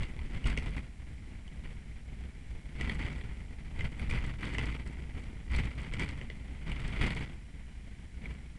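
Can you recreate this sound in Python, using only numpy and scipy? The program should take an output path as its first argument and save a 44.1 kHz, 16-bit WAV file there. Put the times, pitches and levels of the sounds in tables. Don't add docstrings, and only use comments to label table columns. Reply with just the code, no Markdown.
import sys
import numpy as np
from scipy import signal
from scipy.fft import rfft, irfft, next_fast_len
from scipy.io import wavfile
from scipy.ndimage import uniform_filter1d

SR = 44100
rng = np.random.default_rng(int(sys.argv[2]) if len(sys.argv) > 2 else 0)


def to_wav(s):
    ch = np.atleast_2d(s).T
    pcm = np.round(np.clip(ch, -1, 1) * 32767)
    wavfile.write(sys.argv[1], SR, pcm.astype(np.int16))


N = 378378

# f/Hz, bandwidth/Hz, gain/dB
SHELL_MODES = [(407, 156, -10), (684, 103, -11.5), (925, 314, -9.5), (1514, 238, -6), (2060, 206, 1.5),
               (2330, 297, -1.5), (2770, 278, -4.5), (3283, 350, -7.5), (4530, 410, -16), (8550, 1560, -27)]
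# f/Hz, bandwidth/Hz, gain/dB
HARDWARE_MODES = [(4180, 410, 1), (5900, 2000, -7.5), (8000, 380, 0), (9500, 1500, -13)]


def chassis_rumble(level_db, jolts):
    # f/Hz, relative density/dB
    spectrum = [(8, -0.5), (25, -1), (37, -0.5), (47, -1.5), (58, 4.5), (68, 0), (80, -10), (98, -8.5),
                (125, -27.5), (200, -67.5)]
    return from_db(level_db) * evened(noise(spectrum) * jolts ** 0.22, span_s=0.096)


def shell_drumming(level_db, jolts):
    # f/Hz, relative density/dB
    spectrum = [(70, -26), (110, 1), (145, 1), (180, -4.5), (225, -5), (290, -10.5), (370, -16),
                (450, -18.5), (560, -23), (900, -25.5), (1500, -50.5)]
    return from_db(level_db) * evened(noise(spectrum) * jolts ** 0.38, span_s=0.17)


def ride_levels():
    # t/s, level/dB
    paving = [(0, -55), (.76, -66), (1.09, -60.5), (2.6, -63), (2.97, -49.5), (3.54, -59), (4.77, -53),
              (5.42, -59), (6.5, -58), (7.12, -49.5), (7.38, -64), (8.58, -63.5)]
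    # t/s, length/s, shaking/dB, chassis heave/dB
    bumps = [(0, 0.029, -49, -32.5), (0.188, .056, -56.5, -36), (0.334, 0.034, -50, -35),
             (0.465, 0.037, -43, -28), (0.537, 0.24, -49, -36), (1.658, 0.014, -52, -39.5),
             (2.21, 0.036, -59, -41.5), (2.52, 0.04, -62, -40.5), (2.808, 0.09, -45, -35.5),
             (3.005, 0.07, -46, -37.5), (3.795, 0.06, -46.5, -32), (4.017, 0.29, -50, -36),
             (4.095, 0.088, -45, -34.5), (4.441, 0.021, -42.5, -40), (4.546, 0.18, -46, -38),
             (5.163, 0.072, -55.5, -38), (5.536, 0.055, -41.5, -27.5), (5.636, 0.094, -51.5, -37),
             (5.804, 0.024, -46.5, -38.5), (5.912, 0.19, -49, -39), (5.999, 0.022, -43, -42),
             (6.177, 0.022, -54, -40.5), (6.668, 0.24, -49.5, -38.5), (6.944, 0.016, -46.5, -37),
             (7.012, 0.042, -38.5, -30.5), (7.116, 0.13, -47, -61), (8.24, 0.083, -53.5, -43)]
    usual_shaking_db, usual_rumble_db = -55, -41
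    paving_db = np.interp(np.arange(N) / SR, *np.transpose(paving))
    start_s, length_s, shake_db, heave_db = np.transpose(bumps)
    shake_power = bump_power(start_s, length_s, shake_db, onset_s=0.027, settle_s=0.059)
    heave_power = bump_power(start_s, length_s, heave_db, onset_s=0.034, settle_s=0.028)
    excess_db = 10 * np.log10(from_db(paving_db) ** 2 + shake_power) - usual_shaking_db
    paving_rumble = from_db(usual_rumble_db + 0.54 * (paving_db - usual_shaking_db))
    rumble_db = 10 * np.log10(paving_rumble ** 2 + heave_power)
    drum_db = -48.5 + 0.74 * excess_db + 0.16 * (rumble_db - usual_rumble_db)
    chatter_db = -57.5 + 1.244 * excess_db
    return rumble_db, drum_db, chatter_db


def bump_power(start_s, length_s, level_db, onset_s, settle_s):
    t = np.arange(0, N / SR, .001)
    power = np.zeros(len(t))
    for start, length, db in zip(start_s, length_s, level_db):
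        before = np.maximum(start - t, 0) / onset_s
        after = np.maximum(t - start - length, 0) / settle_s
        power += from_db(db) ** 2 * np.exp(-2 * (before + after))
    return np.interp(np.arange(N) / SR, t, power)


def road_jolts(rate_hz, settle_s, floor, spread_db):
    hits = rng.random(N) < rate_hz / SR
    kicks = hits * from_db(spread_db * np.clip(rng.standard_normal(N), -1.5, 1.5))
    shaking = signal.lfilter([1], [1, -np.exp(-1 / (settle_s * SR))], kicks + 1e-18) + floor
    return shaking / shaking.mean()


def fitting_chatter(level_db, jolts):
    density = from_db(.3 * (level_db + 50.5))
    buzz = touches(SHELL_MODES, rate_hz=1300 * density * jolts, spread_db=-1.0, spots=12)
    buzz = signal.sosfilt(signal.butter(1, 5000, fs=SR, output="sos"), buzz * jolts ** 0.14)
    jingle = touches(HARDWARE_MODES, rate_hz=150 * jolts, spread_db=7.0, spots=6)
    return from_db(level_db) * (evened(buzz, span_s=0.057) + from_db(-21.5) * evened(jingle, span_s=0.19))


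def fitting_knocks():
    # t/s, peak/dB, fitting ring f/Hz
    knocks = [(0.0328, -31, 2160), (0.191, -36, 2020), (0.4424, -33, 2900), (0.5752, -24.5, 2240),
              (0.78, -32, 1950), (1.4786, -43, 2990), (2.811, -26.5, 1980), (2.8963, -22.5, 1980),
              (3.0271, -35.5, 2180), (3.212, -38, 1870), (3.8083, -26, 2060), (3.9953, -34, 2110),
              (4.1107, -26.5, 2450), (4.431, -26, 1930), (4.5491, -27.5, 2060), (4.5836, -22, 1990),
              (4.6128, -27, 2000), (5.5482, -31, 2290), (5.9375, -29.5, 2240), (5.9953, -28, 2260),
              (6.022, -29, 2320), (6.2132, -31.5, 2060), (6.3006, -31, 2050), (6.7178, -30, 2280),
              (7.011, -27, 1920), (7.026, -25.5, 2330), (7.1057, -29, 1960), (7.1662, -33, 2180),
              (7.233, -43, 2100), (8.2566, -34.5, 2210)]
    thud_db = -11
    low_pass = signal.butter(4, 1400, fs=SR, output="sos")
    out = np.zeros(N)
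    for start_s, peak_db, ring_hz in knocks:
        force = contact(buzz_s=.002, buzz_db=-2, tail_db=-9)
        fitting = resonance(resonance(force, ring_hz, width_hz=170), ring_hz, width_hz=230)
        blow = contact(buzz_s=.002, buzz_db=-3, tail_db=-6)
        blows = signal.fftconvolve(blow, bounces(first_db=-8.5, step_db=-5.0, gap_s=.006))[:len(blow)]
        shell = struck(SHELL_MODES, blows, spread_db=-4.5, detune=0.018)
        add(out, start_s, unit_rms(fitting) + from_db(1.1) * unit_rms(shell), peak_db)
        add(out, start_s, signal.sosfilt(low_pass, shell), peak_db + thud_db)
    return out


def hardware_ticks():
    # t/s, peak/dB
    ticks = [(0.4705, -38), (2.811, -43), (4.1006, -42.5), (4.6563, -44), (4.8746, -48), (5.5623, -37.5),
             (5.996, -40), (6.0891, -43), (6.8783, -42)]
    out = np.zeros(N)
    for start_s, peak_db in ticks:
        force = contact(buzz_s=.003, buzz_db=8, tail_db=5)
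        add(out, start_s, struck(HARDWARE_MODES, force, spread_db=0.5, detune=0.021), peak_db)
    return out


def touches(modes, rate_hz, spread_db, spots):
    sizes = from_db(spread_db * np.minimum(rng.exponential(1, N), 3)) * rng.choice([-1, 1], N)
    clicks = sizes * (rng.random(N) < rate_hz / SR)
    spot = rng.integers(0, spots, N)
    forces = [contact(buzz_s=.0012, buzz_db=-5, tail_db=-10) for _ in range(spots)]
    rings = [struck(modes, force, spread_db=2.0, detune=0.038) for force in forces]
    return sum(signal.oaconvolve(clicks * (spot == k), ring)[:N] for k, ring in enumerate(rings))


def contact(buzz_s, buzz_db, tail_db):
    t = np.arange(SR // 16) / SR
    tail_t60_s = .045
    envelopes = [np.exp(-(t / buzz_s) ** 2), from_db(-60 * t / tail_t60_s)]
    buzz, tail = rng.standard_normal((2, len(t))) * envelopes
    buzz *= from_db(buzz_db) / np.linalg.norm(buzz)
    tail *= from_db(tail_db) / np.linalg.norm(tail)
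    return (t == 0) + buzz + tail


def bounces(first_db, step_db, gap_s, count=6):
    at = (np.cumsum(rng.uniform(.5, 2, count)) * gap_s * SR).astype(int) + 1
    train = np.zeros(at[-1] + 1)
    train[at] = from_db(first_db + step_db * np.arange(count)) * rng.choice([-1, 1], count)
    train[0] = 1
    return train


def struck(modes, force, spread_db, detune):
    ring = np.zeros(len(force))
    for k, (hz, width_hz, db) in enumerate(modes):
        gain_draw, pitch_draw = rng.standard_normal(2)
        gain = (-1) ** k * from_db(db + spread_db * gain_draw)
        ring += gain * resonance(force, hz * np.exp(detune * pitch_draw), width_hz)
    return ring


def rolling_rush(jolts):
    # f/Hz, relative density/dB
    spectrum = [(20, 21.5), (60, 33.5), (100, 15), (210, 22), (330, 3.5), (520, -2), (750, 2), (1250, -4),
                (1600, 2.5), (2200, 8), (2650, -1), (3100, 0.5), (3800, -9), (6000, -38)]
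    return from_db(-52.0) * noise(spectrum) * jolts ** 0.28


def electronics():
    # f/Hz, rms level/dB
    tones = [(4048, -84.5), (4800, -90), (5600, -85.5), (7400, -84.5), (9600, -101)]
    # f/Hz, relative density/dB
    hiss_spectrum = [(500, 1), (4500, 8), (6500, 6), (9500, 7), (10500, 1.5), (11300, 0.5)]
    t = np.arange(N) / SR
    whine = sum(from_db(db) * np.sqrt(2) * np.sin(2 * np.pi * hz * t) for hz, db in tones)
    return whine + from_db(-70.0) * noise(hiss_spectrum)


def noise(spectrum):
    hz, db = np.transpose(spectrum)
    size = next_fast_len(N)
    bins_hz = np.maximum(np.fft.rfftfreq(size, 1 / SR), 1)
    gain = from_db(np.interp(np.log(bins_hz), np.log(hz), db)) * np.minimum(bins_hz / hz[0], 1)
    return unit_rms(irfft(rfft(rng.standard_normal(size)) * gain, size)[:N])


def resonance(x, hz, width_hz):
    r = np.exp(-np.pi * width_hz / SR)
    b = np.array([1, 0, -1]) * (1 - r * r) / 2
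    a = [1, -2 * r * np.cos(2 * np.pi * hz / SR), r * r]
    return signal.lfilter(b, a, x + 1e-18)


def evened(x, span_s):
    width = max(int(span_s * SR), 2)
    power = uniform_filter1d(uniform_filter1d(x ** 2, width), width)
    return x / np.sqrt(np.abs(power) + 1e-12)


def add(out, start_s, sound, peak_db):
    start = int(np.clip(round(start_s * SR), 0, N - 1))
    out[start:start + len(sound)] += (from_db(peak_db) * sound / np.abs(sound).max())[:N - start]


def unit_rms(x):
    return x / np.sqrt(np.mean(x ** 2) + 1e-20)


def from_db(db):
    return 10 ** (np.asarray(db) / 20)


def scene():
    rumble_db, drum_db, chatter_db = ride_levels()
    jolts = road_jolts(rate_hz=50, settle_s=.011, floor=.25, spread_db=3.0)
    body = chassis_rumble(rumble_db, jolts) + shell_drumming(drum_db, jolts)
    rush = rolling_rush(jolts)
    rattle = fitting_chatter(chatter_db, jolts) + fitting_knocks() + hardware_ticks()
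    return (body + rush + rattle + electronics())[None]


def record(dry):
    stopband_hz = 12450
    return signal.sosfilt(signal.cheby2(12, 60, stopband_hz, fs=SR, output="sos"), dry)


dry = scene()
out = record(dry)
to_wav(out)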